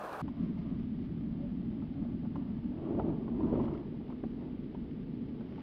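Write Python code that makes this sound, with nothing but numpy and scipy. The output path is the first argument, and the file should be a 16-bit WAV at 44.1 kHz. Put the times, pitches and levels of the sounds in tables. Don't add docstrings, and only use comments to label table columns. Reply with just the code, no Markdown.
import sys
import numpy as np
from scipy import signal
from scipy.fft import rfft, irfft, next_fast_len
from scipy.io import wavfile
from scipy.ndimage import map_coordinates

SR = 44100
rng = np.random.default_rng(int(sys.argv[2]) if len(sys.argv) > 2 else 0)


def store_wav(level_fs):
    pcm = np.round(np.clip(np.atleast_2d(level_fs), -1, 1) * 32767)
    wavfile.write(sys.argv[1], SR, pcm.T.astype(np.int16))


N = 247842
TIME_S = np.arange(N) / SR


def amp(db):
    return 10 ** (np.asarray(db) / 20)


def unit(x):
    return x / np.sqrt(np.mean(x ** 2) + 1e-20)


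def decay(t, t60_s):
    return amp(-60 * t / t60_s)


def rise(at_s, width_s):
    return 0.5 + 0.5 * np.tanh((TIME_S - at_s) / width_s)


def swell(peak_s, level_db, rise_s, fall_s):
    t = TIME_S - peak_s
    return amp(level_db - 10 * (t / np.where(t < 0, rise_s, fall_s)) ** 2) ** 2


def wobble(knots_per_s):
    knots = rng.standard_normal(int(N * knots_per_s / SR) + 4)
    return map_coordinates(knots, [TIME_S * knots_per_s])


def filtered(x, response):
    size = next_fast_len(N + 8192)
    return irfft(rfft(x, size) * response(np.fft.rfftfreq(size, 1 / SR)), size)[:N]


def coloured(x, spectrum):
    freq_hz, gain_db = np.transpose(spectrum)
    return unit(filtered(x, lambda hz: amp(np.interp(np.log(hz + 1), np.log(freq_hz), gain_db))))


def grains(per_s, spread_db):
    size = amp(spread_db * np.minimum(rng.exponential(size=N), 4))
    return unit((rng.random(N) < per_s / SR) * size * rng.choice([-1, 1], N))


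def narrow_noise(centre_hz, width_hz):
    a, b = (filtered(rng.standard_normal(N), lambda hz: 1 / (1 + (hz / width_hz) ** 2)) for _ in range(2))
    phase = 2 * np.pi * np.cumsum(centre_hz) / SR
    return unit(a * np.cos(phase) + b * np.sin(phase))


def add(track, start_s, sound):
    part = track[round(start_s * SR):][:len(sound)]
    part += sound[:len(part)]


# freq_hz, gain_db
HISS_SPECTRUM = [(300, 4.5), (1000, 0.5), (1700, 0), (2500, -3), (3050, -2), (3600, -6), (4200, -10.5),
                 (4900, -12.5), (5600, -25.5), (6800, -40), (9000, -37), (11300, -28), (15000, -38.5)]


def hiss():
    return amp(-67) * coloured(rng.standard_normal(N), HISS_SPECTRUM)


def hoot(start_s=1.385, end_s=1.485, pitch_hz=567, level_db=-52):
    progress = np.clip((TIME_S - start_s) / (end_s - start_s), 0, 1)
    glide_hz = pitch_hz * (1 + 0.03 * (progress - 0.5) + 0.005 * wobble(40))
    envelope = np.sqrt(np.abs(np.sin(np.pi * progress)))
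    return amp(level_db) * envelope * np.sin(2 * np.pi * np.cumsum(glide_hz) / SR)


# freq_hz, gain_db
RUMBLE_SPECTRUM = [(15, -12.5), (45, 10), (90, 9), (130, 5), (200, -12.5), (400, -63.5), (2000, -120)]
# freq_hz, gain_db
LOWERED_SPECTRUM = [(90, -20.5), (130, -10.5), (160, -2.5), (200, -3), (238, -0.5), (268, -2.5),
                    (320, -12.5), (380, -19), (470, -29.5), (700, -54), (3000, -120)]
# freq_hz, gain_db
AIMING_SPECTRUM = [(90, -20.5), (130, -9), (160, -2.5), (195, -5.5), (235, 2), (280, -4), (340, -9.5),
                   (440, -15.5), (520, -25.5), (620, -41.5), (3000, -120)]
# time_s, level_db
AIRFLOW = [(0.23, -35), (0.3, -37), (0.36, -44), (0.41, -34), (0.6, -39), (0.69, -34.5), (0.78, -38),
           (1.86, -37.5), (1.93, -40), (1.98, -36.5), (2.86, -39.5), (3.14, -32.5), (3.17, -39.5),
           (3.53, -31.5), (3.8, -40.5), (5.6, -41.5)]


def air(firmness):
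    flow_db = np.interp(TIME_S, *np.transpose(AIRFLOW))
    rumble = amp(-11 + firmness) * coloured(rng.standard_normal(N), RUMBLE_SPECTRUM)
    eddies = rng.standard_normal(N) * amp(0.5 * wobble(7.5))
    aiming = rise(at_s=2.8, width_s=0.15)
    cavity = (1 - aiming) * coloured(eddies, LOWERED_SPECTRUM)
    cavity += aiming * coloured(eddies, AIMING_SPECTRUM)
    drone = amp(0.5 - 0.5 * firmness) * unit(cavity)
    return amp(flow_db) * (rumble + drone)


# freq_hz, gain_db
RUSTLE_SPECTRUM = [(20, -26), (60, -12), (150, -7.5), (200, -5.5), (450, -3), (720, -0.5), (1250, -3),
                   (1700, -11), (2000, -23.5), (2400, -20), (3200, -27.5), (4200, -29.5), (6500, -38),
                   (12000, -38), (15500, -44.5)]
# start_s, level_db, pitch_hz
STALK_CRACKS = [(0.094, -49, 2600), (0.130, -44.5, 4260)]


def open_rustle():
    crackle = rng.standard_normal(N) + 0.5 * grains(per_s=1100, spread_db=3)
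    clumps = amp(1.3 * wobble(49))
    track = amp(-42) * clumps * coloured(crackle, RUSTLE_SPECTRUM)
    t = np.arange(SR // 64) / SR
    for start_s, level_db, pitch_hz in STALK_CRACKS:
        split = 0.35 * rng.standard_normal(len(t)) * decay(t, t60_s=0.005)
        ping = np.sin(2 * np.pi * pitch_hz * t) * decay(t, t60_s=0.0053)
        add(track, start_s, amp(level_db) * (split + ping))
    return track


# freq_hz, gain_db
SCRATCH_SPECTRUM = [(500, -31.5), (950, -8), (1150, 5.5), (1350, -0.5), (1650, -4.5), (2100, 1), (2500, -6),
                    (3050, -3.5), (4000, -14.5), (5000, -15), (6500, -31), (9000, -120)]
# peak_s, level_db, rise_s, fall_s
STALK_BRUSHES = [(0.43, -68, .1, 0.16), (0.59, -67, .04, .07), (0.72, -71.5, .08, 0.2),
                 (1.02, -70, .07, 0.092), (3.48, -73, .1, .08), (3.64, -62.5, .05, 0.034),
                 (3.75, -68, .05, .06), (5.61, -65.5, .14, 0.092)]


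def stalks(rest_db=-74):
    power = amp(rest_db) ** 2 + sum(swell(*brush) for brush in STALK_BRUSHES)
    catches = rng.standard_normal(N) + grains(per_s=440, spread_db=4)
    return np.sqrt(power) * coloured(catches, SCRATCH_SPECTRUM)


# freq_hz, gain_db, t60_s
CASE_MODES = [(562, 0.5, 0.077), (650, -1.5, 0.037), (734, -4.5, 0.041), (879, -2, 0.066),
              (1010, -4, 0.026), (1150, -6.5, 0.0088), (1270, -9, 0.03), (1500, -14.5, 0.041),
              (1973, -16, 0.028), (2977, -18, 0.066)]
# start_s, level_db, pitch_hz, snap_gain_db, t60_ratio
GEAR_CONTACTS = [(0.279, -40.5, 1010, -10, 0.57), (0.570, -51, 826, -12, 0.54),
                 (1.822, -48, 933, -22, 0.72), (2.019, -48.5, 677, -30, .7), (2.048, -48, 700, -19.5, 1.02),
                 (2.249, -45.5, 750, -20, .7), (2.357, -37.5, 970, -15, 0.61), (2.716, -51, 795, -14, 0.56),
                 (2.985, -34.5, 623, -30.5, 1.3), (2.994, -30, 871, -24, 1.14),
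                 (3.279, -39.5, 1020, -33, .8), (3.404, -40.5, 991, -20, .8), (3.528, -32.5, 530, -33, .8),
                 (3.572, -34, 560, -25, .7), (3.597, -35.5, 905, -25, 1.1), (3.64, -42.5, 899, -12, 0.78),
                 (3.68, -37.5, 1010, -23, .7), (3.748, -44.5, 1190, -17.5, .7),
                 (4.1, -43.5, 1102, -12, 0.67), (4.124, -49, 1050, -13, .6), (4.237, -38, 680, -26, 0.28),
                 (4.421, -52, 869, -16, 0.55), (4.746, -42.5, 800, -16, 0.33), (5.407, -48, 1340, -8, 0.76),
                 (5.581, -44.5, 888, -21, 0.86)]


def gear_ticks(muffle_hz=3200):
    rings, snaps = np.zeros(N), np.zeros(N)
    t = np.arange(SR // 8) / SR
    attack = 1 - np.exp(-t / 0.00055)
    for start_s, level_db, pitch_hz, snap_gain_db, t60_ratio in GEAR_CONTACTS:
        modes = np.zeros(len(t))
        for freq_hz, gain_db, t60_s in CASE_MODES:
            octaves_off = np.abs(np.log2(freq_hz / pitch_hz))
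            gain = amp(gain_db - 17.5 * np.tanh(octaves_off / 0.39) + rng.normal(0, 1))
            tone = np.sin(2 * np.pi * (freq_hz * t + rng.random()))
            modes += gain * decay(t, t60_ratio * t60_s) * tone
        scuff = 0.22 * rng.standard_normal(len(t)) * decay(t, t60_s=0.036)
        scuff[0] = 1
        ring = signal.fftconvolve(scuff, modes * attack)[:len(t)]
        add(rings, start_s, amp(level_db) * ring / np.abs(ring).max())
        snap = rng.standard_normal(len(t)) * decay(t, t60_s=0.1)
        add(snaps, start_s, amp(level_db + snap_gain_db) * snap)
    thin_snaps = filtered(snaps, lambda hz: hz / (hz + 1100))
    return filtered(rings + thin_snaps, lambda hz: 1 / np.sqrt(1 + (hz / muffle_hz) ** 8))


# centre_s, peak_db, pitch_hz
MOUNT_BUMPS = [(3.0012, -32.5, 400), (3.078, -24.5, 288), (3.4581, -23, 294), (3.505, -29, 244.6),
               (3.529, -26, 460), (3.5409, -19, 344), (3.5755, -32, 363), (4.2386, -25.5, 333.5),
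               (4.2397, -31, 463), (4.596, -38, 258), (4.75, -40, 353.6)]


def bumps():
    track = np.zeros(N)
    t = np.arange(-SR // 64, SR // 64) / SR
    for centre_s, peak_db, pitch_hz in MOUNT_BUMPS:
        swing = np.sin(2 * np.pi * pitch_hz * t) * np.exp(-2 * (pitch_hz * t) ** 2)
        add(track, centre_s + t[0], amp(peak_db) * swing / np.abs(swing).max())
    return track


# peak_s, drive_db, rise_s, fall_s, scrape_hz
CLOTH_STROKES = [(0.44, -57, 0.12, .07, 1154), (0.589, -57, 0.055, 0.22, 1140),
                 (1.42, -59, 0.093, 0.069, 800), (1.8, -61, .14, .08, 790), (2.038, -57.5, 0.13, .08, 720),
                 (2.242, -57.5, 0.02, .04, 780.5), (2.39, -57.5, 0.075, .22, 951),
                 (2.99, -47.5, .26, 0.29, 830), (3.541, -44, .19, 0.26, 948.3), (4.1, -57.5, .18, .06, 863),
                 (4.432, -56, 0.082, 0.095, 904), (5.6, -58.5, .3, .1, 889)]


def cloth_motion(rest_db=-62, rest_hz=842, firm_above_db=-55):
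    creep = np.full(N, amp(rest_db) ** 2)
    powers = np.array([creep] + [swell(*stroke[:-1]) for stroke in CLOTH_STROKES])
    pitches_hz = np.array([rest_hz] + [stroke[-1] for stroke in CLOTH_STROKES])
    total_power = powers.sum(axis=0)
    drive_db = 10 * np.log10(total_power)
    scrape_hz = pitches_hz @ powers / total_power
    firmness = 1 / (1 + np.exp(-(drive_db - firm_above_db) / 0.5))
    return drive_db, scrape_hz, firmness


# freq_hz, gain_db
LIGHT_RUB_SPECTRUM = [(250, -19.5), (430, -12), (505, -7), (575, 7), (690, 3), (800, -5), (900, -9),
                      (1000, -15), (1150, -4.5), (1450, -19), (3000, -27), (6000, -60), (9000, -120)]
# freq_hz, gain_db
FIRM_RUB_SPECTRUM = [(30, -22), (55, -8), (90, 8), (145, 7), (205, -1), (325, 18), (420, 8), (500, -2),
                     (590, -0.5), (780, -9.5), (930, -12), (1400, -24), (1800, -37), (3200, -37.5),
                     (6000, -57.5), (9000, -120)]


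def cloth(drive_db, scrape_hz, firmness, shouldered_s=3.2):
    slack_db = -2 * rise(shouldered_s, width_s=0.17)
    light_slips = rng.standard_normal(N) + grains(per_s=500, spread_db=2.5)
    light = amp(-4 + slack_db) * coloured(light_slips, LIGHT_RUB_SPECTRUM)
    firm_slips = rng.standard_normal(N) + grains(per_s=260, spread_db=2)
    body = amp(9) * coloured(firm_slips, FIRM_RUB_SPECTRUM)
    scrape = amp(-10) * narrow_noise(scrape_hz, width_hz=120)
    catching = amp(1.5 * wobble(70))
    return amp(drive_db) * catching * (light + firmness * body + scrape)


def scene():
    drive_db, scrape_hz, firmness = cloth_motion()
    inside = air(firmness) + cloth(drive_db, scrape_hz, firmness)
    inside += stalks() + gear_ticks() + bumps() + hoot() + hiss()
    cut = rise(at_s=0.2168, width_s=0.0004)
    return ((1 - cut) * open_rustle() + cut * inside)[None]


def record(dry, top_hz=15700):
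    return filtered(dry[0], lambda hz: hz < top_hz)[None]


dry = scene()
out = record(dry)
store_wav(out)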